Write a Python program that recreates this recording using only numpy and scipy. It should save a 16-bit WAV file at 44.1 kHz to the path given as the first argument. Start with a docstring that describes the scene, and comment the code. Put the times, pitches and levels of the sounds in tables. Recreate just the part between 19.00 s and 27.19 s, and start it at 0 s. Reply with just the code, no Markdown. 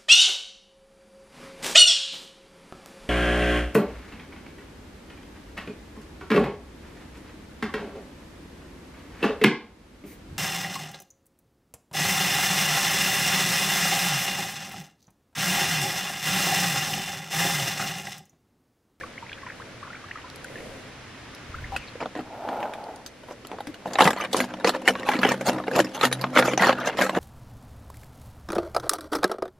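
"""A crayfish joins others in a plastic box: shells knock on its thin walls, legs and claws scratch in
strokes, feet patter. Knocks are noise bursts with a ringing mode; scratches are catch-and-slip crackle
with a gliding resonance; both ring the box modes. Shell ticks, short tones, a rub and a wavering hum join.
Trickling water (shaped noise, swelling sine bubbles) is near at first; its rush then recedes."""
import sys
import numpy as np
from scipy import signal
from scipy.fft import rfft, irfft, next_fast_len
from scipy.io import wavfile
from scipy.ndimage import uniform_filter1d

SR = 44100
rng = np.random.default_rng(int(sys.argv[2]) if len(sys.argv) > 2 else 0)


def bounce(signal):
    """Save signal as a 16-bit WAV file at the path given by the first command-line argument."""
    frames = np.transpose(np.atleast_2d(signal))
    limited = np.clip(frames, -1, 1)
    pcm = np.round(limited * 32767).astype(np.int16)
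    wavfile.write(sys.argv[1], SR, pcm)


N = 361179
TIME = np.arange(N) / SR

# shell and claw blows on the box: t/s, relative level/dB, thud re level/dB, tick re level/dB, spot ring f/Hz
KNOCKS = [(2.763, -10, -22, -15, 2580), (2.954, -36, 15, -26, 480), (3.004, -17.5, -9, -32, 940),
          (3.014, -18.5, -5, -25, 1000), (3.025, -26, 9, -31, 476), (3.057, -18, 2.5, -27, 760),
          (3.152, -23.5, 5, -22, 690), (3.162, -27, 9.5, -31, 290), (3.488, -19, 3, -21, 719),
          (3.603, -21.5, -13, -19, 770), (3.628, -13, -19, -32, 814), (3.736, -22, -12, -11, 643),
          (4.062, -34, -15, 10.5, 1370), (4.234, -33, 0, -19, 920), (4.286, -34, 1, -27, 980),
          (4.449, -27, -2, -15, 1330), (4.515, -20, -4, -26, 854), (4.585, -23, 1, -28, 900),
          (4.605, -16, -14, -23, 820), (4.67, -23.5, -19, -9, 330), (4.742, -27, -23, -9, 2890),
          (4.857, -25, 13.5, -18, 696), (4.933, -26.5, -3, 6, 700), (4.955, -8, -11, -32, 790),
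          (4.986, -0.5, -16, -26, 1115), (4.991, -1, -16, -29, 756), (5.006, 6.5, -17, -23, 860),
          (5.02, -3, -2, -13, 510), (5.042, -14.5, -10, 2.5, 930), (5.054, -8, 2, -16, 166),
          (5.075, 2, -5.5, -19.5, 1990), (5.105, -10.5, -4, -8.5, 210), (5.131, -14, -3, -15, 840),
          (5.163, -22.5, 5, -20, 687), (5.33, -18.5, -8, 6.5, 2970), (5.345, -8.5, 4.5, -33, 750),
          (5.366, -20.5, 7, 7, 363), (5.403, -5, -7.5, -11.5, 253), (5.441, -17.5, -8, -15, 890),
          (5.645, -5.5, 5.5, -10.5, 463), (5.673, -9, -3, -8, 1010), (5.692, -10, -12, -2, 517),
          (5.748, -14, -7.5, -24, 965), (5.877, 4.5, -20, -19, 1790), (5.884, -0.5, -26, -20, 3000),
          (5.953, -13, -14, -43, 1124), (6.088, -0.5, -7.5, -25.5, 840), (6.135, -9.5, -16, -23, 1990),
          (6.153, -19, 9.5, -29, 305), (6.189, -16.5, 6.5, -7, 224), (6.232, 0.5, -23, -43, 1680),
          (6.253, -16.5, 14, -28, 438), (6.289, -10, -5.5, -7.5, 250), (6.318, -7, -4, -13, 1840),
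          (6.41, -22, 10.5, -6, 553), (6.488, -15.5, 2.5, -6, 220), (6.495, -14.5, 9.5, -17, 604),
          (6.531, -24, 7, -7, 298), (6.6, -24, 10, -37, 1220), (6.68, -16.5, 9, -23, 448),
          (6.713, -19, 7, -14, 498), (6.761, -17, 6, 0.5, 350), (6.79, -9, 10, -8, 587),
          (6.801, -5.5, 2, -9, 325), (6.845, -25, 9, 1, 275), (7.011, -8, -13, -9, 1243),
          (7.031, -4, -18, -16, 1295), (7.051, -4.5, -6.5, -6, 249), (7.114, -15.5, -4, -15, 1210),
          (7.126, -10.5, -18, 0, 1840), (7.212, -24, 0, 5.5, 200), (7.24, -5, -9, -41, 1070),
          (7.362, -3.5, -2, -35, 577), (7.373, -7.5, 4, -27, 680), (7.395, -7.5, 4, -8, 523),
          (7.424, -2.5, -15, -37, 1413), (7.481, -19.5, 16.5, -19, 500), (7.534, -11, 2, -21, 312),
          (7.576, -5.5, -5.5, -7.5, 745), (7.604, -14, 3.5, -22, 191), (7.622, -4, -13, -35, 1130),
          (7.669, -7, 0, -8, 718), (7.693, -1, -1, -36, 538), (7.727, -9.5, -4.5, -24, 1665),
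          (7.873, -15.5, -2.5, -26, 458), (7.989, -11, 5, -41, 577), (8.005, -10.5, -1.5, -31, 535),
          (8.02, -3.5, -16, -14, 1614), (8.094, -7.5, -6.5, -21, 1063), (8.171, -20, 15.5, -30, 480)]
# strokes of legs and tails: peak t/s, rise/s, fall/s, relative force/dB, thud and tick re force/dB (before
# offsets), rasp f/Hz
STROKES = [(3.02, 0.022, 0.028, -29, 2.5, -33, 1100), (3.175, .02, 0.043, -33, 5.5, -17, 800),
           (4.322, 0.05, 0.022, -38, 8, -11.5, 1000), (4.53, 0.059, 0.048, -41.5, 8, -18, 825),
           (4.88, 0.031, 0.095, -37.5, 7.5, -12.5, 766), (5.012, 0.029, 0.1, -17, 0.5, -11, 1610),
           (5.207, 0.043, 0.058, -21, -10, -18.5, 2000), (5.333, 0.0068, 0.01, -26.5, 0, 0, 2960),
           (5.385, 0.067, 0.077, -30, 3.5, -2.5, 1390), (5.507, 0.015, 0.02, -32, 2, -29.5, 1400),
           (5.684, 0.023, 0.022, -16, -0.5, -8, 1930), (5.754, 0.028, 0.025, -24.5, -4, -21, 1800),
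           (5.884, 0.026, 0.036, -17.5, 0, -9, 1680), (5.985, 0.027, 0.038, -28.5, -16, -21, 1520),
           (6.12, 0.067, 0.073, -18.5, -11, -18.5, 910), (6.258, 0.058, 0.09, -18, -3.5, -18.5, 2370),
           (6.482, 0.029, 0.029, -21.5, 6.5, -2, 775), (6.56, 0.073, .051, -38, 13, -22, 1360),
           (6.793, 0.068, 0.017, -20, 12.5, -12.5, 553), (6.953, 0.014, 0.019, -21, -4.5, -4.5, 1410),
           (7.041, 0.043, 0.046, -17, -2.5, -12, 1310), (7.235, 0.013, .012, -24.5, -2.5, -24, 1090),
           (7.385, 0.04, 0.03, -9, -7, -17.5, 1840), (7.474, 0.054, 0.073, -20, -1.5, -10, 1320),
           (7.652, 0.063, 0.073, -11.5, -11, -20, 1660), (7.801, 0.059, 0.16, -25.5, -6, -33, 1350),
           (7.88, 0.023, 0.02, -23, 2, -7.5, 1800), (8.023, 0.053, 0.066, -16.5, -4.5, -12, 1640),
           (8.17, 0.049, 0.034, -28.5, 8, -14.5, 765)]
# spectrum of struck plastic: f/Hz, level/dB
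WALL_SPECTRUM = [(40, -36), (90, -51), (125, -20), (190, -13), (350, -6.5), (530, -3.5), (1000, -7),
                 (1700, -6), (2300, -11.5), (3100, -14), (4500, -20), (8000, -29.5), (12000, -29.5),
                 (15500, -53)]
# box resonances: f/Hz, width/Hz, relative lift/dB
BOX_MODES = [(193.2, 6.3, 7.5), (249, 12.4, 4.5), (306, 6.8, -2), (520.2, 12, -3.5), (7000, 840, -6)]
# stereo width of near sounds: f/Hz, side re mid/dB
WIDTH_NEAR = [(60, -16), (200, -57), (600, -26.5), (1300, -17.5), (2400, -11), (4400, -8), (8100, -1),
              (15000, 8.5)]


def amp(db):
    """Decibels to gain."""
    return 10 ** (np.asarray(db) / 20)


def unit(x):
    """Scales a mid-side pair to a mid rms of 1."""
    return x / np.sqrt(np.mean(x[0] ** 2) + 1e-20)


def read(points, hz):
    """Interpolates a spectrum in dB on a log-frequency axis."""
    f, db = np.transpose(points)
    return np.interp(np.log(hz + 1), np.log(f + 1), db)


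def level(curve):
    """Gain of a level curve, falling 200 dB/s beyond its ends."""
    s, db = np.transpose(curve)
    outside_s = abs(TIME - np.clip(TIME, s[0], s[-1]))
    return amp(np.interp(TIME, s, db) - 200 * outside_s)


def add(mix, s, sound):
    """Mixes a sound in at time s."""
    part = mix[:, max(round(s * SR), 0):][:, :sound.shape[1]]
    part += sound[:, :part.shape[1]]


def noise(colour, width, size):
    """Mid-side noise of a given colour and stereo width, from random phases."""
    hz = np.fft.rfftfreq(size, 1 / SR)
    z = np.exp(2j * np.pi * rng.random((2, len(hz)))) * amp(read(colour, hz))
    z[1] *= amp(read(width, hz))
    return unit(irfft(z, size))


def long_noise(colour, width):
    """Noise that lasts the whole scene."""
    return noise(colour, width, size=next_fast_len(N))[:, :N]


def random_clicks(per_s, spread_db):
    """Click mask at a mean rate, and capped random click gains."""
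    return rng.random(N) < per_s / SR, amp(spread_db * np.minimum(rng.exponential(1, N), 4))


def resonate(x, hz, width_hz):
    """A resonance of gain 1 at its centre."""
    return signal.lfilter(*signal.iirpeak(hz, hz / width_hz, fs=SR), x)


def glide(x, hz, width_hz):
    """A resonance that follows a pitch curve: shift to 0 Hz, low-pass, shift back."""
    turn, r = np.exp(2j * np.pi * np.cumsum(hz) / SR), np.exp(-np.pi * width_hz / SR)
    return (turn * signal.lfilter([1 - r], [1, -r], x / turn)).real


def swell(t, peak_s, rise_s, fall_s, db, edge_db=-15, bend=1.38):
    """Gain of one gesture: rises to a peak and falls away, edge_db down where it starts and stops."""
    contact_s = 0.036  # time to meet or leave the surface
    away = np.clip(np.maximum((peak_s - t) / rise_s, (t - peak_s) / fall_s), 0, 2)
    inside_s = np.minimum(t - peak_s + rise_s, peak_s + fall_s - t)
    return amp(db + edge_db * away ** bend) * np.clip(inside_s / contact_s + .5, 0, 1)


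def band_gains(hz):
    """Soft split into thud, clack and tick."""
    low, high = (1 / (1 + (hz / edge_hz) ** 6) for edge_hz in (720, 3470))
    return np.sqrt([low, (1 - low) * high, (1 - high) ** 2])


def spot(ring_hz, ring_db, t60s, tail_db, tail_t60, lumps_db=6.0, ring_t60=0.046,
         rise_s=(.0006, .0006, .0025), size=4096):
    """Thud, clack and tick of one wall spot: unevenly coloured decay, slower echo tail, ringing mode."""
    t, hz = np.arange(size) / SR, np.fft.rfftfreq(size, 1 / SR)
    lumps = np.transpose([np.geomspace(150, 16000, 40), lumps_db * rng.standard_normal(40)])
    colour = rfft(noise(WALL_SPECTRUM, WIDTH_NEAR, size)) * amp(read(lumps, hz))
    rings = irfft(colour * band_gains(hz)[:, None], size)
    decay = amp(-60 * t / np.array(t60s)[:, None])
    tail = amp(tail_db - 60 * t / tail_t60)
    rings *= (decay + tail)[:, None]
    rings /= np.linalg.norm(rings[:, :1], axis=2, keepdims=True)
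    # ring_t60/s holds at 1 kHz; low rings last longer
    mode = np.sin(2 * np.pi * ring_hz * t) * amp(-60 * t / ring_t60 * (ring_hz / 1000) ** 0.3)
    rings[np.argmax(band_gains(ring_hz)), 0] += amp(ring_db) * mode / np.linalg.norm(mode)
    rings *= 1 - np.exp(-t / np.array(rise_s)[:, None, None])  # each band's attack has its own short rise
    return rings / np.linalg.norm(rings[:, :1], axis=2, keepdims=True)


def knocks(db=2, thud_db=0, tick_db=0, ring_db=2, ring_db_per_octave=-2.5, t60s=(.03, .016, .012),
           echo_db=-13):
    """Each blow rings its own spot of wall; spots of higher pitch are stiffer and ring less."""
    supple_hz = 520  # spot pitch at which ring_db applies
    out = np.zeros((2, N))
    for s, blow_db, thud, tick, hz in KNOCKS:
        stiffness = np.log2(hz / supple_hz)
        gains = amp(db + blow_db + np.array([thud + thud_db, 0, tick + tick_db]))
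        rings = spot(hz, ring_db + ring_db_per_octave * stiffness, t60s, echo_db, tail_t60=0.075)
        add(out, s, np.tensordot(gains, rings, 1))
    return out * np.sqrt(0.00078 * SR)  # unit energy to unit rms over 0.78 ms


def grips():
    """A claw catches at uneven intervals: number of the current catch and seconds since it."""
    grips_per_s = 85
    starts = np.append(0, np.cumsum(rng.gamma(2, .5, N)) / grips_per_s)
    catch = np.searchsorted(starts, TIME, "right") - 1
    return catch, TIME - starts[catch]


def slips(per_s, spread_db, even_s, ring_db, roam_s, colour_db=4.0, detune=0.36, stay=0.42):
    """Claw tips catch and slip, each slip on a spot of wall: three bands of crackle, each of rms 1."""
    let_go_s, drag = 0.004, 0.55  # snap decay; steady drag re the snap's initial force
    catch, age = grips()
    hits, gains = random_clicks(per_s, spread_db)
    clicks = (hits | (age < 1 / SR)) * gains
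    # click strength is evened out over even_s
    clicks /= np.sqrt(abs(uniform_filter1d(clicks ** 2, max(int(even_s * SR), 2))) + 0.0019)
    clicks *= rng.choice([-1, 1], N) * (drag + np.exp(-age / let_go_s))
    near_s = TIME + roam_s * rng.standard_normal(N)
    last_knock = np.maximum(np.searchsorted(np.array(KNOCKS)[:, 0], near_s) - 1, 0)
    # a share "stay" takes the pitch of a knock close in time, the rest a spot that changes with every catch
    count = len(KNOCKS)
    where = np.where(rng.random(N) < stay, last_knock, count + catch % count)
    other_hz = 1450 * np.exp(2 * detune * rng.uniform(-1, 1, count))
    rings_hz = [row[4] for row in KNOCKS] + list(other_hz)
    spots = [spot(hz, ring_db, (.035, .022, .012), -13, .07) for hz in rings_hz]
    out = np.zeros((3, 2, N + SR))
    at = np.flatnonzero(clicks)
    for i, colour in zip(at, amp(colour_db * rng.standard_normal((len(at), 3, 1, 1)))):
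        out[:, :, i:i + spots[0].shape[2]] += clicks[i] * colour * spots[where[i]]
    return np.array([unit(band[:, :N]) for band in out])


def scratches(db=-1, thud_db=0, tick_db=1, thud_growth_db=9, tick_growth_db=-1):
    """Strokes of legs and tails: slips under a swelling force, with a rasp that hops and drifts in pitch."""
    rasp_db, rasp_width = -7.5, 0.085  # level re force; bandwidth as a share of the stroke's rasp pitch
    rasp_glide, rasp_hop = 0.15, 0.12  # log-pitch spread: drift per stroke length, jump per catch
    margin_s = 0.036  # lets the gesture fade fully
    crackle = slips(per_s=700, spread_db=2.5, even_s=0.009, ring_db=0.0, roam_s=.02)
    out = np.zeros((2, N))
    hop = rng.standard_normal(N)[grips()[0]]
    for stroke, drift in zip(STROKES, rng.standard_normal(len(STROKES))):
        peak_s, rise_s, fall_s, force_db, thud, tick, hz = stroke
        at = np.flatnonzero((TIME > peak_s - rise_s - margin_s) & (TIME < peak_s + fall_s + margin_s))
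        t, gesture = TIME[at], (peak_s, rise_s, fall_s, db + force_db)
        progress = (t - peak_s) / (rise_s + fall_s)
        force = swell(t, *gesture, edge_db=-10.5)
        tick_force = swell(t, *gesture, edge_db=-10.0)
        gains = np.array([force * amp(thud + thud_db + thud_growth_db * progress), force,
                          tick_force * amp(tick + tick_db + tick_growth_db * progress)])
        pitch_hz = hz * np.exp(rasp_glide * drift * progress + rasp_hop * hop[at])
        rasp = unit(glide(crackle[:, :, at].sum(0), pitch_hz, rasp_width * hz))
        out[:, at] += (crackle[:, :, at] * gains[:, None]).sum(0) + amp(rasp_db) * force * rasp
    return out


def tread(thud_db=-2, clack_db=-5, tick_db=-18):
    """Many small feet patter on the plastic, harder just after each stroke's peak."""
    # patter: t/s, relative level/dB
    restless = [(4.1, -76), (4.9, -44.5), (6.4, -35.5), (8.19, -38.5)]
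    stir, settle_s = 0.32, 0.19  # each stroke stirs the others, and they settle again
    patter = slips(per_s=140, spread_db=4.5, even_s=.05, ring_db=1, roam_s=.4)
    stirred = sum((TIME > s) * np.exp(-abs(TIME - s) / settle_s) for s, *_ in STROKES)
    bands = np.tensordot(amp([thud_db, clack_db, tick_db]), patter, 1)
    return bands * level(restless) * (1 + stir * stirred)


def box(x, dry_db=-7, ring_db=-4):
    """The hollow box rings on at its own resonances; being small, it radiates little below 74 Hz."""
    x = signal.sosfilt(signal.butter(2, 74, "highpass", fs=SR, output="sos"), x)
    return amp(dry_db) * x + sum(amp(db + ring_db) * resonate(x, hz, width) for hz, width, db in BOX_MODES)


def shell_ticks(db=0):
    """Faint dry ticks from the shell joints of the held crayfish: tick band of a short, stiff spot."""
    # joint ticks: t/s, level/dB (root energy)
    joint_ticks = [(1.3, -20.5), (1.359, -22.5), (1.444, -20), (2.349, -21), (3.84, -24.5), (3.96, -24.5),
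                   (4.47, -20.5)]
    out = np.zeros((2, N))
    for s, tick_db in joint_ticks:
        add(out, s, amp(db + tick_db) * spot(3700, -27, (.02, .015, .005), -30, .05)[2])
    return out


def short_tones(db=0, jitter=0.074, rough=0.36):
    """Short squeaks, a thin high rattle and a low ringing tone: gliding sines, unsteady in pitch and level."""
    # tones: start t/s, end t/s, level/dB, first f/Hz, last f/Hz
    tone_rows = [(2.719, 2.763, -32.5, 812, 767), (2.736, 2.855, -48, 3100, 2260),
                 (2.873, 2.896, -47, 4250, 4400), (3.004, 3.035, -54, 5050, 4900),
                 (4.669, 4.711, -36, 285, 311)]
    out = np.zeros((2, N))
    for start_s, end_s, tone_db, first_hz, last_hz in tone_rows:
        size = max(int((end_s - start_s) * SR), 100)
        wobble, flutter = uniform_filter1d(rng.standard_normal((2, size)), size=64) * np.sqrt(64)
        pitch_hz = np.linspace(first_hz, last_hz, size) * (1 + jitter * wobble)
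        tone = (1 + rough * flutter) * np.sin(2 * np.pi * np.cumsum(pitch_hz) / SR)
        tone = amp(db + tone_db) * np.sqrt(2) * tone * signal.windows.tukey(size, .2)
        add(out, start_s, np.outer([1, .2], tone))
    return out


def rub(db=2, per_s=500, spread_db=3, smooth_db=-1, uneven_db=1.0):
    """A hollow, continuous rasp on the outside of the box: fine grains under uneven pressure."""
    # rubbing: t/s, relative level/dB
    rub_curve = [(3.27, -48), (3.5, -32.5), (3.65, -31.5), (3.71, -39.5), (3.94, -41), (3.995, -48)]
    # rub spectrum: f/Hz, level/dB
    rub_spectrum = [(130, -37), (235, -7.5), (310, -12.5), (540, -4.5), (700, 0), (870, 0), (1130, -17.5),
                    (1450, -12.5), (1650, -23), (3000, -31.5), (7000, -48)]
    hits, gains = random_clicks(per_s, spread_db)
    grains = hits * gains * rng.choice([-1, 1], N)
    size = next_fast_len(N)
    colour = amp(read(rub_spectrum, np.fft.rfftfreq(size, 1 / SR)))
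    rough = unit(np.outer([1, 0], irfft(rfft(grains, size) * colour, size)[:N]))
    smooth = long_noise(rub_spectrum, WIDTH_NEAR)
    pressure = long_noise([(5, 0), (25, 0), (100, -80)], WIDTH_NEAR)[0]
    return amp(db + uneven_db * pressure) * level(rub_curve) * unit(rough + amp(smooth_db) * smooth)


def hollow(hum_db=-3, murmur_db=-2, waver_hz=1.52, count=4):
    """In the mouth of the box a low hum wavers, and the air murmurs at the first resonances."""
    # hum: t/s, relative level/dB
    hum_curve = [(6.15, -56), (6.22, -40), (6.58, -42), (6.7, -53), (6.82, -34), (6.93, -60), (7.07, -35),
                 (7.22, -32.5), (7.35, -44), (7.43, -35), (7.8, -43.5), (8.19, -59)]
    # murmur of air: t/s, relative level/dB
    murmur_curve = [(4.0, -59), (5.8, -38), (8.19, -39)]
    hum_hz = 131.5  # mean pitch
    waver = long_noise([(1, 0), (4, 0), (20, -60), (100, -120)], WIDTH_NEAR)[0]
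    hum = np.sqrt(2) * np.sin(2 * np.pi * np.cumsum(hum_hz + waver_hz * waver) / SR)
    air = long_noise(WALL_SPECTRUM, WIDTH_NEAR)
    murmur = unit(sum(amp(db) * resonate(air, hz, width) for hz, width, db in BOX_MODES[:count]))
    hum_part = amp(hum_db) * np.outer([1, 0], hum) * level(hum_curve)
    return hum_part + amp(murmur_db) * murmur * level(murmur_curve)


def bubble(db, hz, climb):
    """A bubble swells, rings and glides in pitch (climb/octaves per s); small ones die sooner."""
    swell_s_1khz, damping = 0.0048, 1.49  # swell time at 1 kHz; power of pitch that shortens it
    t = np.arange(SR // 14) / SR
    swell_s = swell_s_1khz * (hz / 1000) ** -damping
    pitch_hz = hz * 2 ** (climb * (t - swell_s))
    ring = np.sin(2 * np.pi * np.cumsum(pitch_hz) / SR) * t / swell_s * np.exp(1 - t / swell_s)
    return amp(db) * ring * np.array([[1], [rng.uniform(-0.06, 0.17)]])


def water(rush_db=5, swish_db=-2, wash_db=-50, bubble_db=0, small_db=-15.0, count=140):
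    """Running water: noise rush, surging low wash, clear bubbles close by and many small ones."""
    # rush spectrum: f/Hz, level/dB
    rush_spectrum = [(15, -29), (25, -6.5), (131, 10), (158, -0.5), (257, 4), (394, -4), (488, -8.5),
                     (769, -3), (978, -2), (2000, -2), (2300, -4), (5720, -15.5), (11000, -34.5),
                     (15000, -92)]
    # rush: t/s, relative level/dB
    rush_curve = [(0.0, -51.5), (2.89, -49.5), (3.14, -53.5), (4.16, -57), (4.8, -55.5)]
    # surges of low wash: peak t/s, rise/s, fall/s, relative level/dB
    surge_rows = [(.02, 0.11, 0.12, -48.5), (.6, 0.16, 0.22, -55), (1.62, 0.29, 0.33, -44)]
    # wash spectrum: f/Hz, level/dB
    wash_spectrum = [(100, -2.5), (230, 2.5), (400, 1), (540, 4.5), (700, -3), (1000, -19), (2500, -18),
                     (11000, -28.5), (14500, -49)]
    # stereo width of water: f/Hz, side re mid/dB
    width_far = [(60, -34), (110, -18.5), (200, -13), (380, -6), (700, -11), (1290, -9), (2380, -5.5),
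                 (4400, -3), (8120, 3.5), (15000, 20)]
    # clear bubbles near the surface: t/s, peak level/dB, f/Hz, climb/octaves per s
    bubble_rows = [(0.01, -30, 1670, 20), (0.034, -31.5, 1120, 3), (0.178, -32, 1950, 70),
                   (0.224, -34.5, 948, -4), (0.264, -37, 1890, 60), (0.294, -32.5, 2210, 100),
                   (0.316, -36, 1640, 0), (0.329, -31, 2480, 0), (0.376, -36, 1530, 0),
                   (0.43, -37, 1090, -2), (0.464, -35, 1800, 105), (0.465, -36, 990, 3),
                   (0.487, -37, 1800, 65), (0.499, -32.5, 1660, 75), (0.598, -37.5, 1090, 47),
                   (0.619, -36, 1580, 70), (0.827, -32, 1123, 44), (0.902, -34, 1360, 11),
                   (0.93, -34, 1710, 70), (0.945, -35.5, 1400, 53), (1.039, -39.5, 1150, 15),
                   (1.086, -39, 1620, 55), (1.111, -27, 1800, 70), (1.155, -34, 1195, 18),
                   (1.173, -37, 1890, 58), (1.241, -38.5, 994, 3), (1.445, -32, 1565, -26),
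                   (1.556, -32, 1780, 6), (2.542, -28.5, 1290, 22), (2.641, -31.5, 1780, 10)]
    nearness = amp(np.interp(TIME, *np.transpose(rush_curve)))
    out = amp(rush_db) * nearness * long_noise(rush_spectrum, width_far)
    surges = amp(wash_db) + sum(swell(TIME, *surge, edge_db=-21.0, bend=1.8) for surge in surge_rows)
    out += amp(swish_db) * surges * long_noise(wash_spectrum, width_far)
    for s, db, hz, climb in bubble_rows:
        add(out, s, bubble(db + bubble_db, hz, climb))
    for parent, delay, size, pitch in rng.random((count, 4)):  # small bubbles break off the large ones
        s, db, hz, climb = bubble_rows[int(parent * len(bubble_rows))]
        small = bubble(db + small_db + 10 * size, hz * 1.8 ** (pitch - .2), climb)
        add(out, s + 0.049 * delay ** 2, small)
    return out


def soft_bumps(db=-3):
    """Soft low bumps: swelling low-frequency noise."""
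    # bumps: peak t/s, rise/s, fall/s, relative level/dB
    bump_rows = [(2.51, 0.043, 0.026, -39), (2.565, 0.021, 0.016, -31), (2.615, .03, 0.055, -34),
                 (2.73, 0.069, 0.08, -37)]
    bumps = sum(swell(TIME, *bump, edge_db=-6.5) for bump in bump_rows)
    return amp(db) * bumps * long_noise([(15, -12), (40, 6), (70, 3), (130, 0.5), (400, -49)], WIDTH_NEAR)


def scene():
    """All sources as mid and side, turned into left and right."""
    crayfish = box(knocks() + scratches() + tread()) + shell_ticks()
    mid, side = crayfish + short_tones() + rub() + hollow() + water() + soft_bumps()
    return np.array([mid + side, mid - side])


def record(dry):
    """Rounds peaks off near full scale, then low-passes at 15.7 kHz."""
    limited = dry / (1 + dry ** 6) ** (1 / 6)
    lowpass = signal.firwin(511, 15700, window=("kaiser", 9), fs=SR)
    return signal.oaconvolve(limited, lowpass[None], "same")


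dry = scene()
out = record(dry)
bounce(out)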